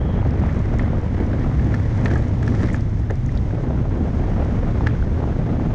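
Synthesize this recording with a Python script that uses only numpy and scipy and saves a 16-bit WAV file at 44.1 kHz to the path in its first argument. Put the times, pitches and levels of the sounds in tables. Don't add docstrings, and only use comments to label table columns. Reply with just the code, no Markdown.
import sys
import numpy as np
from scipy import signal
from scipy.fft import rfft, irfft, next_fast_len
from scipy.io import wavfile
from scipy.ndimage import uniform_filter1d, minimum_filter1d

SR = 44100
rng = np.random.default_rng(int(sys.argv[2]) if len(sys.argv) > 2 else 0)


def digitize_waveform(pressure):
    field = np.atleast_2d(pressure).T
    bounded = np.clip(field, -1, 1)
    quanta = np.round(bounded * 32767).astype(np.int16)
    wavfile.write(sys.argv[1], SR, quanta)


N = 253134
TIME = np.arange(N) / SR

# [t/s, v/(km/h)]
SPEED_KMH = [(0, 49), (.75, 50), (1.25, 48), (2.25, 44), (3.25, 48), (4.2, 53), (5.74, 53)]
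# [t/s, load/g]
SIDE_LOAD_G = [(0, .1), (1.25, .2), (1.75, .7), (2.75, .8), (3.25, .5), (4.0, .2), (5.74, .1)]
# [t/s, roar/dB, hiss/dB]
ASPHALT = [(0.0, -49, -62), (0.46, -40.5, -58.5), (1.02, -44.5, -59.5), (2.05, -42.5, -55),
           (2.36, -48, -57), (2.64, -40.5, -51.5), (2.81, -48, -58), (3.07, -49, -61), (3.39, -47, -58.5),
           (3.87, -51, -60.5), (4.17, -45.5, -58), (4.81, -44, -57), (5.04, -47, -58.5), (5.74, -48.5, -59)]
# [f/Hz, relative density/dB]
TREAD_SPECTRUM = [(400, -2), (900, 8.5), (1400, 5.5), (1850, 2.5), (2200, 1.5), (2600, -7), (3300, -10.5),
                  (4200, -17.5), (7000, -48.5)]
# [f/Hz, relative density/dB]
HISS_SPECTRUM = [(2000, 3), (3300, 6.5), (4300, 2), (5400, 3), (6500, 2), (7600, -8.5), (9600, -13),
                 (11000, -26), (15000, -39)]
# [t/s, relative peak/dB]
STONE_HITS = [(0.2753, -43), (0.3078, -36.5), (0.3361, -45), (0.374, -50), (0.398, -38), (0.4595, -45),
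              (0.528, -40), (0.5586, -48), (0.5915, -41), (0.74, -38.5), (0.7866, -33), (0.827, -39),
              (0.9827, -48), (1.2645, -41), (1.3972, -42), (1.431, -41), (1.5758, -48), (1.6442, -38),
              (1.6905, -43), (1.7315, -41), (1.7474, -35), (1.9749, -41), (2.0058, -43), (2.0115, -40),
              (2.0495, -34), (2.073, -42), (2.1162, -41), (2.1237, -37), (2.154, -35.5), (2.2235, -36),
              (2.4302, -38), (2.4646, -37), (2.4783, -31), (2.5511, -41), (2.6304, -43), (2.6592, -40),
              (2.672, -38), (2.755, -42), (2.7625, -35), (2.8078, -38), (2.8978, -44), (3.1075, -37),
              (3.1555, -40), (3.262, -35), (3.2844, -45), (3.3233, -43), (3.3525, -39), (4.4487, -38.5),
              (4.8703, -34), (4.873, -45)]
# [t/s, peak/dB, decay/s]
ARCH_SCRAPES = [(2.1765, -46.5, 0.0074), (2.729, -39.5, 0.016)]
# [centre/s, length/s, boost/dB]
RATTLE_SPELLS = [(.85, 0.14, 11), (1.2, 0.12, 8.5), (1.4, 0.11, 7), (1.7, 0.28, 4), (2.18, 0.22, 7.5),
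                 (2.56, .14, 3), (2.7, 0.13, 10), (3.29, 0.12, 6.5)]
# [t/s, ring peak/dB, f/Hz, crack re ring/dB, contact/s]
JOINT_KNOCKS = [(0.035, -32.5, 1770, -27.5, .0005), (0.4912, -27.5, 1760, -29, 0.004),
                (0.656, -31, 1740, -15, .001), (0.794, -19, 1840, -26, 0.0022),
                (0.8337, -33, 1800, -22, .002), (1.145, -34, 1880, -17, 0.0017),
                (1.201, -31, 1740, -25, .002), (1.3313, -27.5, 1580, -29, .001),
                (1.5959, -26, 1780, -30, .001), (1.7405, -21.5, 1759, -18, 0.0064),
                (2.0574, -15.5, 1800, -14.5, 0.0024), (2.065, -31, 1460, -22, .002),
                (2.0805, -26, 1620, -17, .002), (2.104, -26, 1670, -17, .001),
                (2.1123, -21, 1530, -22, .001), (2.1365, -27, 1910, -9, .001),
                (2.1573, -20, 1670, -24, .005), (2.1865, -32, 1670, -23, 0.0018),
                (2.4272, -26, 1697, -14, 0.0042), (2.4773, -21, 1717, -19, 0.0035),
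                (2.519, -33, 1780, -13, .002), (2.549, -26, 1820, -13, 0.0017),
                (2.604, -27, 1762, -17, .003), (2.6216, -31, 1800, -21, .002),
                (2.6315, -23.5, 1648, -14, 0.0018), (2.6393, -26, 1730, -16, 0.00089),
                (2.686, -29, 1810, -20, .003), (2.7437, -19.5, 1740, -28, 0.0034),
                (3.099, -23.5, 1700, -30, .002), (3.1058, -24, 1810, -25, 0.0029),
                (3.508, -31, 1680, -38, 0.0018), (4.865, -21.5, 1449, -24, 0.0019),
                (4.8694, -12.5, 1685, -19.5, 0.003), (4.8782, -31, 1742, -21, .001),
                (4.8955, -31, 1650, -20, .002), (4.951, -30, 1540, -25, .002),
                (5.0245, -24.5, 1450, -42, .002), (5.322, -32, 1708, -28, .001)]
# [f/knock f, relative level/dB, t60/s]
CHASSIS_MODES = [(0.5, -9, 0.019), (0.76, -5, 0.0091), (0.999, 1, 0.016), (1.14, -8.5, 0.022),
                 (1.42, -22.5, 0.011), (1.899, -21.5, 0.008)]
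# [t/s, relative peak/dB]
SEAM_HITS = [(1.2, -20), (1.334, -23), (2.112, -18.5), (2.602, -38), (2.631, -18.5), (3.103, -20.5),
             (3.532, -26), (4.868, -24)]
# [t/s, f/Hz]
BOOM_PITCH_HZ = [(0, 105.5), (.45, 91.7), (.7, 116.9), (1.0, 91.6), (1.35, 94.3), (1.52, 118),
                 (1.75, 106.7), (1.95, 113), (2.1, 98), (2.4, 113.2), (2.52, 104), (3.0, 104.5),
                 (3.3, 117.7), (3.48, 97.5), (3.72, 134), (3.88, 106), (4.2, 86.67), (4.8, 100.3),
                 (5.05, 82), (5.6, 120.9)]
# [f/Hz, width/Hz, relative level/dB]
PANEL_MODES = [(153.5, 28, 3.5), (186.6, 13, 5), (236, 29, 4.5), (297.7, 35, -4.5), (434, 130, -18),
               (776, 19, -17)]
# [centre/s, length/s, boom/dB, panels/dB]
ROUGH_PATCHES = [(0.45, 0.55, 2, 2.5), (1.35, 0.4, 0, 5.5), (1.72, 0.23, 2, 6.5), (2.02, 0.2, 3, 1),
                 (2.15, 0.2, 1.5, 3), (2.5, 0.14, 3, 5.5), (2.61, 0.092, 3.5, 7.5), (3.26, 0.11, 1.5, 4),
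                 (3.66, 0.33, -3, 4), (3.83, 0.13, 2, -4), (4.02, 0.26, -2.5, 4), (4.875, 0.19, 5, 1.5)]
# [t/s, peak/dB]
EDDY_SLAPS = [(0.015, -23), (0.091, -19), (0.1416, -19), (0.19, -21), (0.2279, -22), (0.3387, -24),
              (0.437, -19), (0.6026, -22.5), (0.7403, -21.5), (0.7955, -37), (0.9322, -21), (1.19, -26),
              (1.4472, -24.5), (1.462, -24), (1.7261, -21.5), (2.0493, -21), (2.6315, -27), (3.0, -30),
              (3.8552, -22.5), (4.209, -33), (4.38, -18), (4.4194, -27), (4.4281, -17.5), (4.8082, -17.5),
              (5.219, -25), (5.2397, -19), (5.4208, -24), (5.513, -27), (5.5684, -22), (5.598, -20)]
# [centre/s, length/s, buffet/dB, rush/dB]
GUST_SWELLS = [(.18, 0.43, 2, 2.5), (.63, 0.082, -1, -8), (0.775, 0.45, 3, 1.5), (1.1, 0.079, -3, -6),
               (1.42, 0.16, 0, 4), (1.6, 0.12, 7, -4.5), (1.85, 0.16, 0.5, -3), (2.07, 0.43, -2, 5.5),
               (2.19, 0.26, 3.5, 1.5), (2.6, .6, 0, 0.5), (3.1, .45, -4.5, 1.5), (3.36, 0.11, 1.5, 10),
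               (3.56, 0.24, -5.5, 0.5), (3.97, 0.088, -2, 2.5), (4.38, 0.24, 3.5, 3.5),
               (4.65, 0.36, 3, 0.5), (5.0, 0.28, 3, -4), (5.47, 0.7, -0.5, 2)]
# [f/Hz, relative density/dB]
BUFFET_SPECTRUM = [(12, -12.5), (22, -17), (32, 6.5), (45, -7.5), (66, 3), (92, -8.5), (160, -14.5),
                   (320, -35.5)]
# [f/Hz, relative density/dB]
RUSH_SPECTRUM = [(60, -14.5), (150, 7), (290, 2.5), (400, -3), (650, -7.5), (1000, -17), (1600, -22.5),
                 (2500, -32), (4000, -42.5), (6300, -58), (9000, -80.5)]


def from_db(db):
    return 10 ** (np.asarray(db) / 20)


def unit_rms(x):
    return x / np.sqrt(np.mean(x ** 2) + 1e-20)


def curve(rows, column=1):
    table = np.transpose(rows)
    return np.interp(TIME, table[0], table[column])


def swells_db(rows):
    return sum(np.outer(dbs, np.cos(np.pi * np.clip((TIME - centre_s) / length_s, -.5, .5)) ** 2)
               for centre_s, length_s, *dbs in rows)


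def coarseness_db():
    roar_db = curve(ASPHALT)
    return roar_db - roar_db.mean()


def white():
    return rng.standard_normal(N)


def burst(t, decay_s):
    return rng.standard_normal(len(t)) * np.exp(-t / decay_s)


def drift(rate_hz):
    step, warmup = 20, 2000
    pole = np.exp(-2 * np.pi * rate_hz * step / SR)
    noise = rng.standard_normal(N // step + warmup + 2)
    slow = signal.lfilter([1], [1, -2 * pole, pole * pole], noise)[warmup:]
    return np.interp(np.arange(N) / step, np.arange(len(slow)), unit_rms(slow))


def grains(per_s, spread_db):
    sizes = from_db(spread_db * np.minimum(rng.exponential(1, N), 4))
    return (rng.random(N) < per_s / SR) * sizes * rng.choice([-1, 1], N)


def band(x, low_hz, high_hz):
    return signal.sosfilt(signal.butter(2, [low_hz, high_hz], "band", fs=SR, output="sos"), x)


def muffled(x, edge_hz=9500):
    return signal.sosfilt(signal.butter(10, edge_hz, fs=SR, output="sos"), x)


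def resonance(x, hz, width_hz):
    r = np.exp(-np.pi * width_hz / SR)
    feedback = [1, -2 * r * np.cos(2 * np.pi * hz / SR), r * r]
    return signal.lfilter(np.array([1, 0, -1]) * (1 - r * r) / 2, feedback, x + 1e-18)


def coloured(x, spectrum):
    hz, db = np.transpose(spectrum)
    size = next_fast_len(N + SR // 2)
    bins_hz = np.maximum(np.arange(size // 2 + 1) * SR / size, 1)
    skirts = np.minimum(bins_hz / hz[0], 1) * np.minimum(hz[-1] / bins_hz, 1) ** 2
    shape = from_db(np.interp(np.log(bins_hz), np.log(hz), db))
    return unit_rms(irfft(rfft(x, size) * skirts * shape, size)[:N])


def steadied(x, span_s):
    size = int(span_s * SR)
    return x / np.sqrt(uniform_filter1d(uniform_filter1d(x * x, size), size) + 1e-12)


def add(track, at_s, sound, peak_db):
    start = round(at_s * SR)
    track[start:start + len(sound)] += (from_db(peak_db) * sound / np.abs(sound).max())[:N - start]


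def squeal(level_db=-56.5, hold_s=0.2, release_db_per_s=597, upper_hz=3265, lower_hz=3020):
    def note(hz, waver_hz=30):
        roughness = 1 + drift(110)
        phase = 2 * np.pi * np.cumsum(hz + waver_hz * drift(30)) / SR
        return steadied(roughness * np.sin(phase), span_s=0.033)

    gain = from_db(level_db - release_db_per_s * np.clip(TIME - hold_s, 0, 1))
    return gain * (note(upper_hz) + from_db(-6) * note(lower_hz))


def clink(at_s=3.374, peak_db=-33, hz=3800):
    out, t = np.zeros(N), TIME[:SR // 20]
    ring = resonance(burst(t, decay_s=0.003), hz, width_hz=900)
    add(out, at_s, band(ring, 2305, 5970), peak_db)
    return out


def skitters():
    out, t = np.zeros(N), TIME[:SR // 10]
    for at_s, peak_db, decay_s in ARCH_SCRAPES:
        scrape = resonance(burst(t, decay_s), hz=6900, width_hz=1200)
        add(out, at_s, muffled(band(scrape, 4500, 12000)), peak_db)
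    return out


def grit(pebbles_per_s=14, fresh_asphalt_s=4.5, tick_hz=5550, scatter_hz=400):
    load_g, fresh = curve(SIDE_LOAD_G), TIME > fresh_asphalt_s
    spray = resonance(grains(per_s=120, spread_db=4.5), hz=5400, width_hz=1800)
    spray_db = curve(ASPHALT, column=2) - 12.5 + load_g - 9 * fresh
    out = from_db(spray_db) * unit_rms(muffled(band(spray, 4200, 8200)))
    flicked = (rng.random(N) < pebbles_per_s / SR) & ~fresh
    pebble_db = -52.5 + 4 * load_g + 0.55 * coarseness_db() + rng.uniform(-1.1, 1, N)
    for at_s, level_db in [*STONE_HITS, *zip(TIME[flicked], pebble_db[flicked])]:
        contact = burst(TIME[:SR // 20], decay_s=0.0009)
        ring = resonance(contact, rng.normal(tick_hz, scatter_hz), width_hz=1300)
        tick = band(ring + 0.23 * contact, 2300, 6900)
        add(out, at_s, muffled(tick), level_db - 1)
    return out


def tyres(judder_db=0.78, hiss_db_per_g=-0.5):
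    judder = from_db(judder_db * drift(39))
    roar = coloured(white() * judder, TREAD_SPECTRUM)
    hiss = coloured(white() * judder, HISS_SPECTRUM)
    roar_db = curve(ASPHALT) - 0.5
    hiss_db = curve(ASPHALT, column=2) + 1.6 + hiss_db_per_g * curve(SIDE_LOAD_G)
    return from_db(roar_db) * roar + from_db(hiss_db) * hiss


def rattle(db_per_g=4.5, modes_hz=(1730, 1900, 2060)):
    chatter = sum(resonance(grains(per_s=70, spread_db=0.7), hz, width_hz=260) for hz in modes_hz)
    level_db = curve(ASPHALT) - 10.5 + db_per_g * curve(SIDE_LOAD_G) + swells_db(RATTLE_SPELLS)[0]
    return from_db(level_db) * unit_rms(band(chatter, 1450, 2250))


def rebounds(threshold_db=-20, re_knock_db=-25.5, decay_s=0.042):
    def chatter(*modes_hz):
        return sum(resonance(grains(per_s=99, spread_db=2), hz, width_hz=300) for hz in modes_hz)

    envelope = sum(from_db(db + re_knock_db) * (TIME > at_s) * np.exp(-np.abs(TIME - at_s) / decay_s)
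                   for at_s, db, *_ in JOINT_KNOCKS if db > threshold_db)
    joints = chatter(1300, 1680, 2050) + from_db(-8) * chatter(2450, 3200)
    return envelope * unit_rms(band(joints, 1000, 3600))


def knocks(seat_s=0.00014, scatter_db=0.94):
    out, t = np.zeros(N), TIME[:SR // 10]
    for at_s, peak_db, hz, crack_db, contact_s in JOINT_KNOCKS:
        released_s = np.maximum(t - contact_s, 0)
        ring = np.zeros(len(t))
        for ratio, mode_db, t60_s in CHASSIS_MODES:
            envelope = from_db(rng.normal(mode_db, scatter_db) - 60 * released_s / t60_s)
            ring += envelope * np.sin(2 * np.pi * (hz * ratio * t + rng.random()))
        grate = unit_rms(band(rng.standard_normal(len(t)), 700, 2200)) * np.exp(-t / 0.006)
        attack = (1 - np.exp(-t / seat_s)) ** 2
        add(out, at_s, (ring + 0.29 * grate) * attack, peak_db)
        crack = band(burst(t, decay_s=0.0037), 3300, 6500)
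        add(out, at_s, muffled(band(crack, 2200, 8100)), peak_db + crack_db)
    return out


def seams(gain_db=3):
    out, t = np.zeros(N), TIME[:SR // 10]
    for at_s, level_db in SEAM_HITS:
        add(out, at_s, band(burst(t, decay_s=0.02), 130, 420), level_db + gain_db)
    return out


def shell(wander_hz=4, jolt_hz=24, steady_above_g=0.45, steady_per_g=2.7):
    load_g = curve(SIDE_LOAD_G)
    patch_boom_db, patch_panel_db = swells_db(ROUGH_PATCHES)
    boom_db = -23 + patch_boom_db + 0.1 * coarseness_db() + 2 * load_g
    panel_db = -31 + patch_panel_db + 0.55 * coarseness_db() + 2 * drift(7)
    phase = 2 * np.pi * np.cumsum(curve(BOOM_PITCH_HZ) + wander_hz * drift(8.1)) / SR
    hum = steady_per_g * np.maximum(load_g - steady_above_g, 0)
    swing = (hum + drift(jolt_hz)) * np.cos(phase) + drift(jolt_hz) * np.sin(phase)
    boom = steadied(swing, span_s=0.035)
    modes = sum(from_db(db) * resonance(white(), hz, width_hz) for hz, width_hz, db in PANEL_MODES)
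    panels = steadied(band(modes, 130, 800), span_s=0.18)
    return from_db(boom_db) * boom + from_db(panel_db) * panels


def slaps(centre_hz=680, attack_s=0.0003, decay_s=0.0015):
    out, t = np.zeros(N), TIME[:SR // 20]
    envelope = (1 - np.exp(-t / attack_s)) * np.exp(-t / decay_s)
    for at_s, peak_db in EDDY_SLAPS:
        hz = centre_hz * np.exp(0.14 * rng.standard_normal())
        add(out, at_s, np.sin(2 * np.pi * hz * t) * envelope, peak_db)
    return out


def wind(cruise_kmh=50, rush_db_per_kmh=0.33, lull_start_s=2.74, lull_end_s=3.544, lull_fade_s=0.19):
    buffet = steadied(coloured(white(), BUFFET_SPECTRUM), span_s=0.12)
    bursts_db = np.minimum(4 * drift(70) + buffet, 4)
    rush = steadied(coloured(white() * from_db(bursts_db), RUSH_SPECTRUM), span_s=0.093)
    rush /= np.std(band(rush, 340, 1100))
    gust_buffet_db, gust_rush_db = swells_db(GUST_SWELLS)
    speed_db = rush_db_per_kmh * (curve(SPEED_KMH) - cruise_kmh)
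    lull = np.clip(np.minimum(TIME - lull_start_s, lull_end_s - TIME) / lull_fade_s, 0, 1)
    rush_db = -34 + speed_db + gust_rush_db - 10 * lull + 0.7 * drift(6)
    return from_db(-23 + gust_buffet_db) * buffet + from_db(rush_db) * rush


def scene():
    air = wind() + slaps()
    road = shell() + seams() + tyres()
    chassis = rattle() + knocks() + rebounds() + clink()
    wheels = squeal() + grit() + skitters()
    return (air + road + chassis + wheels)[None]


def record(dry, ceiling_db=-8.1, release_db_per_s=300, cutoff_hz=13500, fade_in_s=0.004):
    over_db = np.maximum(20 * np.log10(np.abs(dry[0]) + 1e-9) - ceiling_db, 0)
    release_db = release_db_per_s * TIME
    held_db = np.maximum.accumulate(over_db + release_db) - release_db
    duck_db = uniform_filter1d(minimum_filter1d(-held_db, size=129), size=129)
    fade_in = np.minimum(TIME / fade_in_s, 1)
    low_pass = signal.cheby2(12, 70, cutoff_hz, fs=SR, output="sos")
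    return signal.sosfilt(low_pass, dry * from_db(duck_db) * fade_in)


dry = scene()
out = record(dry)
digitize_waveform(out)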